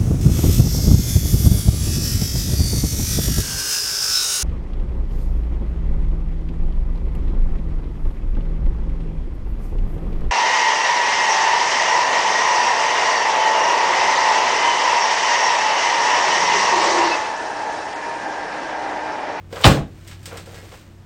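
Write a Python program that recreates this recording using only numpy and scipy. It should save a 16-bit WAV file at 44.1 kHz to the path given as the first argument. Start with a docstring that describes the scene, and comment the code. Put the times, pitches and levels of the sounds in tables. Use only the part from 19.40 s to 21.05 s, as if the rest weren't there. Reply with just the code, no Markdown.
"""In a small room, a metal-bodied toy car slides out of two hands and lands on a table.
Hard contacts ring its chassis modes, soft tyre pushes excite the table top, and loose parts chatter.
The hands then grip it with ticks, knocks and granular rubbing and lift it away, over air noise and fan hum.
Impacts are forces convolved with decaying noise or fed to resonators; the landing overloads the microphone."""
import sys
import numpy as np
from scipy import signal
from scipy.io import wavfile
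from scipy.ndimage import uniform_filter1d, minimum_filter1d

SR = 44100
rng = np.random.default_rng(int(sys.argv[2]) if len(sys.argv) > 2 else 0)


def int16_out(signal):
    """Quantize to a 16-bit WAV file."""
    q = np.round(np.clip(np.atleast_2d(signal).T, -1, 1) * 32767)
    wavfile.write(sys.argv[1], SR, q.astype(np.int16))


N = 72765


def from_db(db):
    """Logarithmic level: 20 dB is a factor of ten in amplitude."""
    return 10 ** (np.asarray(db) / 20)


def seconds():
    """Uniform sampling: the time of every sample in seconds."""
    return np.arange(N) / SR


def at_hz(points, hz):
    """Logarithmic pitch scale: interpolate a table over log frequency."""
    f, v = np.transpose(points)
    return np.interp(np.log(hz), np.log(f), v)


def fade(t, t60):
    """Exponential decay: the level falls by 60 dB in t60 and is full before time zero."""
    return np.exp(-np.log(1000) * np.maximum(t, 0) / t60)


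def unit(x):
    """Energy normalisation: scale the sum of squares to one."""
    return x / np.sqrt(np.sum(x ** 2) + 1e-30)


def bands(colour, pair):
    """Band analysis: split two unrelated white signals into (Hz, amplitude share, band)."""
    step = np.linspace(0, 1, 37)
    edges = 22 + 17000 * step ** 3 + 700 * step  # Hz; relatively narrower towards the treble
    centres = np.sqrt(edges[1:] * edges[:-1])
    # a density per Hz becomes a band amplitude through the root of the bandwidth
    shares = unit(from_db(at_hz(colour, centres)) * np.sqrt(np.diff(edges)))
    out = []
    for k, (hz, share) in enumerate(zip(centres, shares)):
        bandpass = signal.butter(2, edges[k:k + 2], "band", fs=SR, output="sos")
        # neighbouring bands take different sources
        out.append((hz, share, signal.sosfilt(bandpass, pair[k % 2] + 1e-18)))
    return out


def coloured(colour, pair):
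    """Spectral shaping: sum the weighted bands to a signal of rms about 1."""
    return np.sqrt(N) * sum(share * unit(band) for hz, share, band in bands(colour, pair))


def clicks(rows):
    """Ideal impulse: one single-sample force for each (s, dB)."""
    force = np.zeros(N)
    for s, db in rows:
        force[int(np.clip(s * SR, 0, N - 1))] += from_db(db)
    return force


def pushes(rows):
    """Finite contact time: one smooth push for each (s, dB, contact s), duller when longer."""
    force = np.zeros(N)
    for s, db, contact_s in rows:
        age = np.maximum(np.arange(N) - int(s * SR), 0) / (contact_s * SR)  # in contact times
        push = age * np.exp(-2 * np.pi * np.minimum(age, 20))
        force += from_db(db) * push / push.sum()
    return force


def ring(force, modes):
    """Modal superposition: a force drives damped resonators (Hz, dB, t60 s) of alternating sign."""
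    out = np.zeros(N)
    for k, (hz, db, t60) in enumerate(modes):
        r = fade(1 / SR, t60)
        w = 2 * np.pi * hz / SR
        mode = signal.lfilter([0, np.sin(w)], [1, -2 * r * np.cos(w), r * r], force + 1e-18)
        out += (-1) ** k * from_db(db) * mode
    return out


# reverberation time of the room by frequency: f/Hz, t60/s
ROOM_T60 = [(60, 0.22), (250, 0.39), (1000, 0.23), (3000, 0.27), (8000, 0.22), (15000, 0.16)]
ROOM_BUILD_S = 0.016  # time constant with which the reverberation grows
CRACK_T60_S = 0.0038


def burst(force, colour, t60, room_db, crack=0):
    """Impulse response: dense damped modes as decaying noise, with a crack and a banded room tail."""
    t = seconds()[:N // 3]
    room = from_db(room_db) * (1 - np.exp(-t / ROOM_BUILD_S))
    direct = fade(t, t60) + crack * fade(t, CRACK_T60_S)
    answer = 0
    for hz, share, band in bands(colour, rng.standard_normal((2, 2 * len(t)))):
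        envelope = np.hypot(direct, room * fade(t, at_hz(ROOM_T60, hz)))
        settled = band[len(t):]  # skip the band filter's own onset
        answer = answer + share * np.linalg.norm(envelope) * unit(settled * envelope)
    return signal.fftconvolve(force, answer)[:N]


GRAIN_SPREAD_DB = 3.5


def grains(per_s):
    """Stick-slip friction: random slips of uneven size and either sign, about unit strength each."""
    excess = np.minimum(rng.exponential(1, N), 4) - 1
    sizes = from_db(GRAIN_SPREAD_DB * excess) * rng.choice([-1, 1], N)
    return sizes * (rng.random(N) < per_s / SR)


def friction(colour, per_s):
    """Granular excitation: a steady stream of coloured slips, rms about 1."""
    return coloured(colour, [grains(per_s), grains(per_s)])


# hard contacts of chassis and suspension in the landing: t/s, relative level/dB
CLACKS = [(0.222, -19), (0.232, -15.5), (0.238, -4), (0.2422, 8.5), (0.2445, 3.5), (0.2525, -4),
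          (0.257, 3.5), (0.263, -39)]
# spectrum of the clack: f/Hz, relative level/dB per Hz
CLACK_COLOUR = [(200, -14.5), (800, 3.5), (1900, -10), (2600, 3.5), (3500, 1.5), (4400, -3), (5600, -14),
                (8500, -29.5), (15000, -41)]
CLACK_DB, CLACK_T60_S, CLACK_ROOM_DB, CLACK_CRACK_DB = -11, 0.055, -15, -5
# chassis modes: f/Hz, relative level/dB, t60/s
CHASSIS_MODES = [(1648, 0, 0.28), (2190, -10.5, 0.25), (2703, 2, .16), (2789, -13.5, 0.078),
                 (3256, -17.5, .2), (3034, 1, 0.067), (3740, -17, 0.6), (4280, -26.5, .2),
                 (4290, -19.5, 0.084), (4770, -27, 0.33), (6640, -25.5, .18)]
CHASSIS_DB = -32.5


def chassis():
    """Impulsive excitation: hard contacts crack and set the modes of the metal frame ringing."""
    force = clicks(CLACKS)
    clack = burst(force, CLACK_COLOUR, CLACK_T60_S, CLACK_ROOM_DB, from_db(CLACK_CRACK_DB))
    return from_db(CLACK_DB) * clack + from_db(CHASSIS_DB) * ring(force, CHASSIS_MODES)


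# tyres hit the table, the springs bottom out and the car settles: t/s, relative level/dB, contact/s
THUMPS = [(0.246, 8, 0.00069), (0.2535, -11, 0.0008), (0.264, 7, 0.0016), (0.275, 0, 0.0015),
          (0.286, -7, 0.0011), (0.302, 0, .0025), (0.338, -19, .001), (0.357, -7.5, 0.0013),
          (0.372, -12, 0.00053), (0.388, -23.5, 0.00091), (0.409, -15, .0012)]
# spectrum of the boom: f/Hz, relative level/dB per Hz
THUMP_COLOUR = [(30, -12.5), (70, -11), (140, 1), (260, -6.5), (400, -7.5), (800, -9.5), (1300, -12),
                (2500, -15), (6000, -55)]
THUMP_DB, THUMP_T60_S, THUMP_ROOM_DB = -8, 0.083, -7
# table top modes: f/Hz, relative level/dB, t60/s
TABLE_MODES = [(144.2, -6.5, 0.39), (178.2, -19.5, 0.21), (224.2, -4.5, 0.24), (304.3, -6.5, 0.46),
               (319.6, -16, .3), (444.2, -14.5, .3), (552.9, -10.5, 0.28), (685, -14.5, 0.093),
               (770.4, -9, 0.22), (834.6, -5.5, 0.2), (899.5, -7, 0.16), (1103, -15, 0.15)]
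TABLE_DB = -13.5
# the car's full weight heaves the table, then rocks on its springs: t/s, relative level/dB, contact/s
SLAM = [(0.2635, -1.5, 0.0044), (0.405, -15.5, 0.013)]
# deep modes of the table on its legs: f/Hz, relative level/dB, t60/s
TABLE_DEEP_MODES = [(52, -6.5, 0.23), (81.1, -6, .27), (127.7, -1, 0.15)]


def table():
    """Plate resonance: soft tyre pushes boom in the table top; the car's weight heaves the table."""
    force = pushes(THUMPS)
    boom = from_db(THUMP_DB) * burst(force, THUMP_COLOUR, THUMP_T60_S, THUMP_ROOM_DB)
    top = from_db(TABLE_DB) * ring(force, TABLE_MODES)
    heave = ring(pushes(SLAM), TABLE_DEEP_MODES)
    return boom + top - heave


# spectrum of the rattle: f/Hz, relative level/dB per Hz
RATTLE_COLOUR = [(150, 0.5), (450, 8), (1200, 5.5), (2000, 0.5), (3500, -3), (5600, -8), (9000, -9.5),
                 (11000, -23.5), (15000, -15)]
RATTLE_START_S, RATTLE_PER_S, RATTLE_T60_S = .25, 410, 0.25
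RATTLE_END_S, RATTLE_STOP_T60_S = 0.39, .1  # a further decay from here on
RATTLE_DB, RATTLE_SPREAD_DB = -3.5, 13  # strongest hit before the decays, range below it
RATTLE_GRAIN_T60_S, RATTLE_ROOM_DB = 0.047, -11


def rattle():
    """Repeated impacts: loose parts chatter ever more weakly and stop as the springs settle."""
    t = seconds()
    age = t - RATTLE_START_S
    shake = (age > 0) * fade(age, RATTLE_T60_S) * fade(t - RATTLE_END_S, RATTLE_STOP_T60_S)
    draws = rng.random((300, 2))
    # one hit at a random moment in each equal slot
    times = RATTLE_START_S + (np.arange(len(draws)) + draws[:, 0]) / RATTLE_PER_S
    levels = RATTLE_DB - RATTLE_SPREAD_DB * draws[:, 1]
    force = shake * clicks(zip(times, levels)) * rng.choice([-1, 1], N)
    return burst(force, RATTLE_COLOUR, RATTLE_GRAIN_T60_S, RATTLE_ROOM_DB)


# fingers and loose parts tick on the shell: t/s, relative level/dB, contact/s
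TICKS = [(0.1262, -21.5, 0.0003), (0.159, -19, 0.00036), (0.165, -30, 0.00055), (0.212, -28, 0.000032),
         (0.675, -34, 0.000023), (0.7124, -25.5, 0.00027), (0.8293, -41, 0.000035),
         (0.8565, -24.5, 0.000055), (0.863, -49, 0.000041), (0.9715, -26.5, 0.00009),
         (0.978, -29.5, 0.00058), (1.0593, -38, 0.000091), (1.1431, -29.5, 0.00023), (1.185, -29, 0.00042),
         (1.3182, -30.5, 0.00028)]
# spectrum of the ticks: f/Hz, relative level/dB per Hz
TICK_COLOUR = [(200, -26.5), (1200, -7.5), (2000, -7), (2800, -3.5), (4800, -3.5), (6300, -7), (8300, -1.5),
               (10500, -11), (15000, -12.5)]
TICK_DB, TICK_T60_S, TICK_ROOM_DB, TICK_CRACK_DB = -4, 0.069, -4.5, -7.5
# modes of the thin shell: f/Hz, relative level/dB, t60/s
SHELL_MODES = [(1644, -4, 0.249), (1930, -1.5, 0.094), (2163, 1.5, 0.1), (4450, -7.5, .14),
               (5150, -8, 0.15), (5540, -12.5, 0.14), (7860, -5, .08)]
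TICK_RING_DB = -20
# the gripped shell creaks faintly as the car is lifted, one row: start t/s, length/s, relative level/dB
CREAK = (1.145, 0.058, -38.5)
CREAK_SLIPS_PER_S = 300


def shell():
    """Thin-shell resonance: bright ticks as the hands let go and regrip; slips in the grip creak."""
    t = seconds()
    force = pushes(TICKS)
    ticks = burst(force, TICK_COLOUR, TICK_T60_S, TICK_ROOM_DB, from_db(TICK_CRACK_DB))
    start, length, db = CREAK
    slips = from_db(db) * grains(CREAK_SLIPS_PER_S) * (t > start) * (t < start + length)
    return from_db(TICK_DB) * ticks + from_db(TICK_RING_DB) * ring(force + slips, SHELL_MODES)


# fingertips knock dully on the hollow body: t/s, relative level/dB
KNOCKS = [(0.111, -30.5), (0.128, -13), (0.168, -25), (0.875, -26.5), (0.918, -28), (0.928, -17.5),
          (1.0735, -23.5), (1.128, -25.5), (1.18, -28.5), (1.228, -28), (1.324, -30)]
# spectrum of the knocks: f/Hz, relative level/dB per Hz
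KNOCK_COLOUR = [(100, -13.5), (280, 0.5), (450, 8.5), (750, 0.5), (1300, -5.5), (3000, -31), (15000, -25.5)]
KNOCK_DB, KNOCK_T60_S, KNOCK_ROOM_DB = -14, 0.028, -3
# modes of the hollow body: f/Hz, relative level/dB, t60/s
BODY_MODES = [(380, -15.5, 0.04), (469.3, 2.5, 0.19), (552.5, -2.5, 0.16), (618, -9, 0.22),
              (748, -7.5, 0.2)]
BODY_DB = -19


def body():
    """Hollow-body resonance: fingertip knocks excite low, strongly damped modes."""
    force = clicks(KNOCKS)
    knock = burst(force, KNOCK_COLOUR, KNOCK_T60_S, KNOCK_ROOM_DB)
    return from_db(KNOCK_DB) * knock + from_db(BODY_DB) * ring(force, BODY_MODES)


# palms slide on the body and tyres: t/s, length/s, level/dB
RUBS = [(0.164, 0.016, -32), (0.204, .035, -34.5), (0.891, 0.034, -44), (0.91, 0.08, -41.5),
        (1.057, 0.095, -53.5), (1.228, 0.073, -63), (1.313, 0.029, -45.5)]
# spectrum of the rubbing: f/Hz, relative level/dB per Hz
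RUB_COLOUR = [(100, -10.5), (280, -26.5), (450, 8), (750, 0.5), (1500, -3), (3000, -13), (8000, -34),
              (15000, -57)]
RUB_ATTACK_S, RUB_T60_S, RUB_GRAINS_PER_S = .003, 0.14, 1800
# skin brushing over the shell: t/s, relative level/dB
BRUSH = [(0.08, -77), (0.12, -50), (0.135, -49), (0.23, -42), (0.42, -67.5), (0.668, -54.5), (0.682, -51),
         (0.73, -49.5), (0.77, -58), (0.85, -55.5), (0.93, -48.5), (0.99, -50), (1.04, -53.5),
         (1.16, -48.5), (1.23, -52), (1.31, -52.5), (1.345, -47.5), (1.42, -55.5), (1.5, -63.5),
         (1.65, -69.5)]
# spectrum of the brushing: f/Hz, relative level/dB per Hz
BRUSH_COLOUR = [(200, -0.5), (700, 1), (1800, 3.5), (4000, -1.5), (6000, -4.5), (8500, -4), (10500, -10.5),
                (15000, -12)]
BRUSH_GRAINS_PER_S, BRUSH_DB = 3000, 3.5


def hands():
    """Sliding friction: dull rubs on the hollow body and a bright brushing of skin."""
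    t = seconds()
    pressure = np.zeros(N)
    for s, length, db in RUBS:
        attack = np.clip((t - s) / RUB_ATTACK_S, 0, 1)
        pressure += from_db(db) * attack * fade(t - s - length, RUB_T60_S)
    rubbing = pressure * friction(RUB_COLOUR, RUB_GRAINS_PER_S)
    brush_level = from_db(BRUSH_DB + np.interp(t, *np.transpose(BRUSH)))
    return rubbing + brush_level * friction(BRUSH_COLOUR, BRUSH_GRAINS_PER_S)


# spectrum of the moving air: f/Hz, relative level/dB per Hz
AIR_COLOUR = [(25, -3), (50, -6), (110, 0), (180, -4), (250, -13), (320, -11), (430, -19), (560, -18),
              (880, -22.5), (1700, -27), (4000, -34.5), (8000, -40), (15000, -46.5)]
AIR_DB = -45
# fan hum partials: f/Hz, relative level/dB
HUM = [(55, -51), (93, -43), (168, -58.5), (333, -58)]
# level of the hum, which dips briefly: t/s, relative level/dB
HUM_LEVEL = [(0, 1.5), (0.5, 0), (0.9, 0), (1.3, -1), (1.42, -14), (1.51, 1), (1.65, -5.5)]
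HUM_WAVER = 0.083  # share of random change in amplitude and phase


def room_tone():
    """Stationary noise and narrow-band tones: moving air and a wavering fan hum."""
    t = seconds()
    out = from_db(AIR_DB) * coloured(AIR_COLOUR, rng.standard_normal((2, N)))
    hum_level_db = np.interp(t, *np.transpose(HUM_LEVEL))
    for hz, db in HUM:
        knots = rng.standard_normal(size=24) + 1j * rng.standard_normal(size=24)
        waver = 1 + HUM_WAVER * np.interp(t, np.linspace(0, t[-1], len(knots)), knots)
        tone = np.real(waver * np.exp(2j * np.pi * (hz * t + rng.random())))
        out += np.sqrt(2) * from_db(db + hum_level_db) * tone
    return out


def scene():
    """Linear superposition: car, table, hands and room add at one microphone."""
    return (chassis() + table() + rattle() + shell() + body() + hands() + room_tone())[None]


LIMIT_DB, LIMIT_S = 4.5, 0.0027  # re full scale; length of the gain window


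def limiter(x):
    """Gain control: hold the lowest gain needed nearby and smooth it, pulling down the highest peaks."""
    size = int(LIMIT_S * SR)
    wanted = np.minimum(1, from_db(LIMIT_DB) / (np.abs(x) + 1e-9))
    return x * uniform_filter1d(minimum_filter1d(wanted, size), size)


MIC_DIP_HZ, MIC_DIP_Q, MIC_DIP_SHARE = 10660, 4.1, 0.73  # share: 1 would be a full notch
OVERLOAD = .96  # clipping amplitude
CUTOFF_HZ = 16000


def record(dry):
    """Overload distortion: after a treble dip the landing is limited and still clips; the top is cut."""
    notched = signal.lfilter(*signal.iirnotch(MIC_DIP_HZ, MIC_DIP_Q, fs=SR), dry)
    heard = limiter(dry + MIC_DIP_SHARE * (notched - dry))
    clipped = np.clip(heard, -OVERLOAD, OVERLOAD)
    lowpass = signal.ellip(10, .1, 70, CUTOFF_HZ, fs=SR, output="sos")
    return signal.sosfilt(lowpass, clipped)


dry = scene()
out = record(dry)
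int16_out(out)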